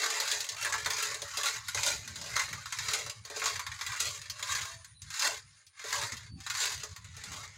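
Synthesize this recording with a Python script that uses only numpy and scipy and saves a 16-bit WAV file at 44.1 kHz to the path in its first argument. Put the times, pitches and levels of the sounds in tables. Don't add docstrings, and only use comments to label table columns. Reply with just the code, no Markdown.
import sys
import numpy as np
from scipy import signal
from scipy.fft import rfft, irfft, next_fast_len
from scipy.io import wavfile
from scipy.ndimage import uniform_filter1d, map_coordinates

SR = 44100
rng = np.random.default_rng(int(sys.argv[2]) if len(sys.argv) > 2 else 0)


def transcribe(signal):
    frames = np.atleast_2d(signal).T
    limited = np.clip(frames, -1, 1)
    pcm = np.round(limited * 32767).astype(np.int16)
    wavfile.write(sys.argv[1], SR, pcm)


N = 333837
TIME_S = np.arange(N) / SR
RING_S = np.arange(int(SR * .2)) / SR


def chatter(contacts_per_s=430, spread_db=4.5, trims_db=(-0.73, -1, -1.5), firm_db=-45, variants=44):
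    blows = strikes(variants, dense_db=4, clink_db=4.5, buzz_db=-1, snap_t60_s=0.12)
    rattle = np.zeros(N + len(RING_S))
    for at in np.flatnonzero(rng.random(N) < contacts_per_s / SR):
        force = amp(spread_db * np.clip(rng.standard_normal(), -2, 2))
        rattle[at:at + len(RING_S)] += force * blows[rng.integers(variants)]
    levels_db = swings()
    out = np.zeros(N)
    for part, level_db, trim_db in zip(registers(rattle[:N]), levels_db, trims_db):
        power = uniform_filter1d(uniform_filter1d(part ** 2, size=900), size=900)
        out += part / np.sqrt(np.abs(power) + 1e-12) * amp(level_db + trim_db)
    top = filtered(out, lambda hz: 1 - 1 / (1 + (hz / 8500) ** 10))
    top_gain = amp(0.74 * np.minimum(levels_db[0] - firm_db, 0))
    return out - top * (1 - top_gain)


# start_s, treble_db, clang_db, box_db
CLACKS = [(0.0178, -25.5, -35, -50), (0.033, -26.5, -27, -59), (0.059, -27, -31, -62),
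          (0.101, -21, -37.5, -54), (0.2, -19, -35, -45.5), (0.2768, -23, -41, -59), (0.314, -17, -42, -43),
          (0.404, -21, -47, -49), (0.443, -30, -50, -59), (0.489, -22, -57, -51), (0.517, -31, -54, -60),
          (0.611, -29, -41, -59), (0.6253, -23.5, -43, -46), (0.647, -23.5, -26, -48),
          (0.665, -32, -29, -43), (0.724, -22, -27, -56), (0.739, -25.5, -25.5, -44),
          (0.846, -27, -39, -69), (0.8598, -19, -24.5, -36.5), (0.904, -20.5, -31, -43),
          (0.983, -29, -40, -42.5), (1.0252, -22, -37, -54), (1.143, -26.5, -47, -44),
          (1.218, -25.5, -43, -38.5), (1.3712, -20, -51, -40), (1.4323, -25, -39, -41.5),
          (1.457, -21, -37, -55), (1.6828, -24.5, -33, -80), (1.7459, -20.5, -33, -39),
          (1.7738, -27, -28.5, -49), (1.832, -18, -37, -62), (1.8632, -19, -52, -54),
          (2.076, -30.5, -44.5, -72), (2.1572, -28.5, -43.5, -66), (2.2134, -30, -49, -72),
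          (2.3563, -24, -36, -42), (2.3635, -19, -23, -58), (2.3941, -19.5, -26.5, -61),
          (2.4785, -51, -39, -55), (2.5286, -28.5, -33.5, -50), (2.657, -31, -35, -85),
          (2.7235, -24, -32, -84), (2.787, -24, -31.5, -65), (2.8832, -23, -34, -45),
          (2.9343, -17.5, -47, -57), (2.987, -27.5, -58, -62), (3.0621, -30.5, -40, -45),
          (3.0964, -25.5, -45, -63), (3.25, -32, -48, -51.5), (3.2995, -33, -48.5, -40),
          (3.361, -27, -47, -38.5), (3.418, -32, -27, -39), (3.44, -24, -46, -46),
          (3.4569, -18.5, -27.5, -56), (3.556, -29.5, -35, -62), (3.5933, -27, -31, -52),
          (3.6651, -28, -32.5, -67), (3.7161, -33, -35, -66), (3.789, -36, -42, -68),
          (3.8105, -25.5, -32, -57), (3.8638, -24.5, -42, -73), (4.0018, -17, -41, -46),
          (4.2153, -33.5, -51, -63), (4.298, -24, -44.5, -68), (4.3935, -35, -41, -59),
          (4.426, -23, -35, -49), (4.5204, -22.5, -47, -57), (4.5504, -21.5, -31.5, -51),
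          (4.845, -37, -50, -78), (5.018, -34, -58, -77), (5.1032, -31.5, -46, -89), (5.14, -31, -42, -87),
          (5.1935, -19.5, -41, -72), (5.221, -22.5, -39, -52), (5.666, -44.5, -87, -92),
          (5.7944, -37, -46, -63), (5.8404, -33, -41, -39.5), (5.9262, -23.5, -27, -46),
          (6.0139, -29, -33, -56), (6.12, -29.5, -40.5, -70), (6.168, -33, -65, -79),
          (6.403, -38, -50, -77), (6.4641, -27.5, -32.5, -70), (6.4998, -22, -31.5, -61),
          (6.5493, -25, -31.5, -71), (6.775, -45, -62, -64), (6.833, -27, -41.5, -43.5),
          (6.962, -35, -43.5, -69), (7.044, -39.5, -52, -66), (7.166, -36.5, -65, -58),
          (7.237, -30.5, -49, -53), (7.318, -34, -42, -65), (7.431, -42, -43, -65)]


def clacks(treble_trim_db=-11.5, clang_trim_db=-7.5, box_trim_db=-5, rise_s=0.00054, box_rise_s=0.005):
    blows = strikes(len(CLACKS), dense_db=1, clink_db=3.5, buzz_db=1.5, snap_t60_s=.105,
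                    tick_db=-12, tick_t60_s=.035)
    attack_rms = lambda x: np.std(x[:SR // 70])
    fade_in = lambda s: 1 - np.exp(-RING_S / s)
    out = np.zeros(N + len(RING_S))
    for (start_s, treble_db, clang_db, box_db), treble, clang, box in zip(CLACKS, *registers(blows)):
        hit = amp(treble_db + treble_trim_db) * treble / attack_rms(treble)
        hit += amp(clang_db + clang_trim_db) * clang / attack_rms(clang)
        hit += amp(box_db + box_trim_db) * box / attack_rms(box) * fade_in(box_rise_s)
        out[round(start_s * SR):][:len(hit)] += hit * fade_in(rise_s)
    return out[:N]


# middle_s, length_s, dip_db
RESTS = [(3.218, 0.038, -3.5), (4.986, 0.046, -8), (5.705, 0.13, -10.5), (6.343, 0.077, -18)]
# middle_s, hold_s, treble_db, build_db_per_s, fade_db_per_s, clang_offset_db, box_offset_db, accent_hz
SURGES = [(0.083, 0.066, -35, 6, 26, -3.5, -11.5, 1135), (0.358, 0.029, -35, 16, 78, -8, -14.5, 1460),
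          (0.683, 0.096, -37, 125, 56, -3, -14, 1700), (1.034, 0.057, -33.5, 78, 80, -5.5, -14.5, 1340),
          (1.473, 0.033, -33, 76, 127, -2.5, -19.5, 1120),
          (1.872, 0.074, -31.5, 96, 141, -8.5, -13.5, 1430), (2.25, 0.063, -42.5, 38, 33, -6, -12, 1560),
          (2.369, 0.043, -38, 125, 51, -2.5, -20, 2060), (2.92, 0.034, -35, 61, 79, -5, -13, 1270),
          (3.464, 0.042, -33, 125, 127, -4, -17.5, 1103), (3.913, 0.16, -41.5, 69, 49, -2, -23, 1180),
          (4.015, 0.034, -31, 904, 95, -9, -16, 1410), (4.582, 0.021, -34, 83, 104, -3.5, -25, 1600),
          (5.247, 0.053, -30, 164, 174, -5, -12, 1063), (5.55, 0.078, -63, 25, 35, -6.5, -27, 1580),
          (5.976, 0.077, -35.5, 116, 82.5, -2.5, -12.5, 1074), (6.63, 0.047, -32, 108, 75, -7, -17, 2580),
          (7.348, 0.19, -47.5, 58, 115, -4, -14.5, 1280)]


def swings(box_lag_s=0.028, flight_s=0.017, flight_db=-3.5, stutter_db=1.63):
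    treble, clang, box = np.full((3, N), -120.)
    for middle_s, hold_s, treble_db, build, fade, clang_offset_db, box_offset_db, _ in SURGES:
        since_s = TIME_S - middle_s
        ramps = lambda t, up, down: np.minimum(up * (t + hold_s / 2), down * (hold_s / 2 - t)).clip(max=0)
        surge_db = treble_db + ramps(since_s, build, fade)
        treble = np.maximum(treble, surge_db)
        clang = np.maximum(clang, surge_db + clang_offset_db)
        box_shape_db = ramps(since_s - box_lag_s, 2.35 * build, 1.49 * fade)
        box = np.maximum(box, treble_db + box_offset_db + box_shape_db)
    drops_s = np.append(np.sort(np.transpose(CLACKS)[0]), np.inf)
    falling = np.exp((TIME_S - drops_s[np.searchsorted(drops_s, TIME_S)]) / flight_s)
    resting_db = sum(dip_db * swell(middle_s, length_s) for middle_s, length_s, dip_db in RESTS)
    return np.array([treble, clang, box]) + flight_db * falling + resting_db + stutter_db * wobble(23)


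def blade_accent(x, boost_db=5, bandwidth_ratio=0.041):
    middles_s, *_, accents_hz = np.transpose(SURGES)
    out = x.copy()
    for hz in np.unique(accents_hz):
        presence = np.interp(TIME_S, middles_s, accents_hz == hz)
        resonance = signal.lfilter(*signal.iirpeak(hz, 1 / bandwidth_ratio, SR), x)
        out += (amp(boost_db) - 1) * presence * resonance
    return out


# pitch_hz, level_db
METAL_MODES = [(426, -2.5), (455, -3.5), (572, -1.5), (612, -5), (690, -8), (1011, 2.5), (1080, 6),
               (1120, 3), (1330, -2), (1459, -1), (1587, 1), (1791, 0), (1947, 3), (2080, 1), (2712, -1),
               (3992, -1), (4994, -2), (6450, 1), (7154, 1)]
# frequency_hz, level_db
SHEET_EQ = [(250, -7.5), (750, 1), (1030, 1.5), (1550, 5), (2080, 7), (2650, -5), (2900, -8.5), (3150, -6),
            (3900, -1.5), (5000, -1.5), (5500, -6.5), (6500, 0.5), (7300, -3.5), (8200, -8.5), (15500, -23)]


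def strikes(count, dense_db, clink_db, buzz_db, snap_t60_s, tick_db=-16, tick_t60_s=0.028):
    decay = lambda t60_s: amp(-60 * RING_S / t60_s)
    ring_t60_s = lambda hz: 0.19 * (hz / 1000) ** -.25
    sheet = lambda hz: eq_gain(SHEET_EQ, hz)
    burst = lambda tone, t60_s: filtered(rng.standard_normal((count, len(RING_S))), tone) * decay(t60_s)

    def partials(hz, t60_s):
        phase = rng.uniform(0, 2 * np.pi, (len(hz), 1))
        return np.sin(2 * np.pi * hz[:, None] * RING_S + phase) * decay(t60_s[:, None])

    mode_hz, mode_db = np.transpose(METAL_MODES)
    ring, clink = [], []
    for scatter_db in rng.uniform(-6, 6, (count, len(mode_hz))):
        detuned_hz = mode_hz * (1 + 0.0032 * rng.standard_normal(len(mode_hz)))
        ring.append(amp(mode_db + scatter_db) @ partials(detuned_hz, ring_t60_s(mode_hz)))
    fine_hz = np.linspace(np.sqrt(800), np.sqrt(15500), 380) ** 2 + rng.uniform(-15, 15, 380)
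    fine_gains = rng.standard_normal((count, len(fine_hz))) * sheet(fine_hz) * fine_hz ** .25
    dense = fine_gains @ partials(fine_hz, ring_t60_s(fine_hz))
    for near_hz in np.geomspace(950, 7400, 15) * rng.uniform(.9, 1.1, (count, 15)):
        near_gains = sheet(near_hz) * np.sqrt(near_hz) * rng.uniform(0.14, 1, len(near_hz))
        clink.append(near_gains @ partials(near_hz, snap_t60_s * np.sqrt(2500 / near_hz)))
    buzz = burst(sheet, snap_t60_s)
    tick = burst(lambda hz: eq_gain([(3000, -20), (7500, 0), (15500, -9)], hz), tick_t60_s)
    blows = unit(ring) + amp(dense_db) * unit(dense) + amp(clink_db) * unit(clink)
    blows += amp(buzz_db) * unit(buzz) + amp(tick_db) * unit(tick)
    bands_hz = np.geomspace(700, 15000, 14)
    tints_db = 3 * rng.standard_normal((count, len(bands_hz)))
    tint = lambda hz: np.array([eq_gain(np.c_[bands_hz, row], hz) for row in tints_db])
    return np.array([unit(blow) for blow in filtered(blows, tint)])


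def registers(x):
    below = lambda edge_hz: filtered(x, lambda hz: 1 / (1 + (hz / edge_hz) ** 12))
    bass, lows, lows_and_mids = below(250), below(830), below(2500)
    return x - lows_and_mids, lows_and_mids - lows, lows - bass


def flexing(x, depth_db=5.0):
    hz, _, spectrum = signal.stft(x, SR, nperseg=1024)
    patches = uniform_filter1d(rng.standard_normal(spectrum.shape), size=3, axis=0)
    patches = unit(uniform_filter1d(patches, size=8))
    band_depth_db = depth_db / (1 + (hz[:, None] / 5500) ** 2)
    gain = amp(band_depth_db * np.clip(patches, -2, 2))
    gain /= np.sqrt(np.mean(gain ** 2, axis=1, keepdims=True))
    return signal.istft(spectrum * gain, SR, nperseg=1024)[1][:N]


# middle_s, length_s, pitch_hz, level_db, waver_ratio
SQUEAKS = [(3.645, 0.05, 4550, -55, 0.002), (6.3, 0.15, 4540, -61, 0.002), (4.47, 0.36, 600, -65, 0.07),
           (4.73, 0.17, 664, -63, 0.037), (4.985, 0.08, 4000, -64, 0.02), (6.403, 0.075, 780, -67, 0.036)]


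def squeaks(roughness_db=3):
    out = np.zeros(N)
    for middle_s, length_s, pitch_hz, level_db, waver_ratio in SQUEAKS:
        note = sine(pitch_hz * (1 + waver_ratio * wobble(620)))
        grip = amp(roughness_db * wobble(110))
        out += amp(level_db) * swell(middle_s, length_s) * unit(note * grip)
    return out


# time_s, level_db
BREEZE_LEVELS = [(0, -73), (0.38, -70), (0.66, -53.5), (1.4, -59), (1.8, -51), (3.3, -55), (5.1, -54),
                 (5.17, -74), (5.42, -59.5), (5.78, -84), (5.87, -54.5), (7.57, -52.5)]
# frequency_hz, level_db
BUFFET_EQ = [(20, -27), (45, -17.5), (88, 3), (115, 0.5), (160, -11), (260, -30), (900, -79)]
# middle_s, length_s, level_db
THUMPS = [(2.17, 0.26, -56), (2.534, 0.061, -51.5), (6.14, 0.035, -50), (6.359, 0.092, -48),
          (7.316, 0.19, -56.5)]


def wind(breeze_trim_db=-1):
    puffs = amp(7 * np.tanh(1.3 * wobble(24)))
    buffet = fader(BREEZE_LEVELS) * amp(breeze_trim_db) * unit(noise(BUFFET_EQ) * puffs)
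    thump = noise([(30, -32), (90, 1), (200, -3), (330, -14), (600, -63)])
    gusts = sum(amp(level_db) * swell(middle_s, length_s) for middle_s, length_s, level_db in THUMPS)
    return buffet + thump * gusts


# time_s, level_db
CRICKET_LEVELS = [(0, -78), (4.9, -64), (5.6, -70.5), (7.5, -77)]


def cricket(pitch_hz=9430, sweep_hz=900, strokes_per_s=138, phrases_per_s=10.3):
    stroke_phase = np.cumsum(strokes_per_s * (1 + 0.024 * wobble(37))) / SR % 1
    chirps = sine(pitch_hz + sweep_hz * (.5 - stroke_phase) + 90 * wobble(440))
    phrasing = .5 + np.abs(np.sin(np.pi * phrases_per_s * TIME_S))
    return fader(CRICKET_LEVELS) * unit(chirps * np.sin(np.pi * stroke_phase) * phrasing)


# frequency_hz, level_db
AIR_EQ = [(30, -18), (4000, 6), (15000, -47)]


def open_air(level_db=-77):
    return amp(level_db) * noise(AIR_EQ)


def amp(db):
    return 10 ** (np.asarray(db) / 20)


def unit(x):
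    return np.asarray(x) / np.sqrt(np.mean(np.square(x)) + 1e-20)


def eq_gain(points, hz):
    points_hz, points_db = np.transpose(points)
    return amp(np.interp(np.log(hz + 1), np.log(points_hz), points_db))


def fader(points):
    return amp(np.interp(TIME_S, *np.transpose(points)))


def wobble(knots_per_s):
    knots = rng.standard_normal(int(N * knots_per_s / SR) + 4)
    return map_coordinates(knots, [TIME_S * knots_per_s])


def swell(middle_s, length_s):
    return np.exp(-np.minimum((2 * (TIME_S - middle_s) / length_s) ** 4, 50))


def sine(hz):
    return np.sin(2 * np.pi * np.cumsum(hz) / SR)


def filtered(x, response):
    length = x.shape[-1]
    padded = next_fast_len(length + 8192)
    return irfft(rfft(x, padded) * response(np.fft.rfftfreq(padded, 1 / SR)), padded)[..., :length]


def noise(eq):
    return unit(filtered(rng.standard_normal(N), lambda hz: eq_gain(eq, hz)))


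def scene():
    pinwheel = blade_accent(flexing(chatter()) + clacks()) + squeaks()
    return (pinwheel + wind() + cricket() + open_air())[None]


def record(dry):
    return filtered(dry, lambda hz: hz < 15800)


dry = scene()
out = record(dry)
transcribe(out)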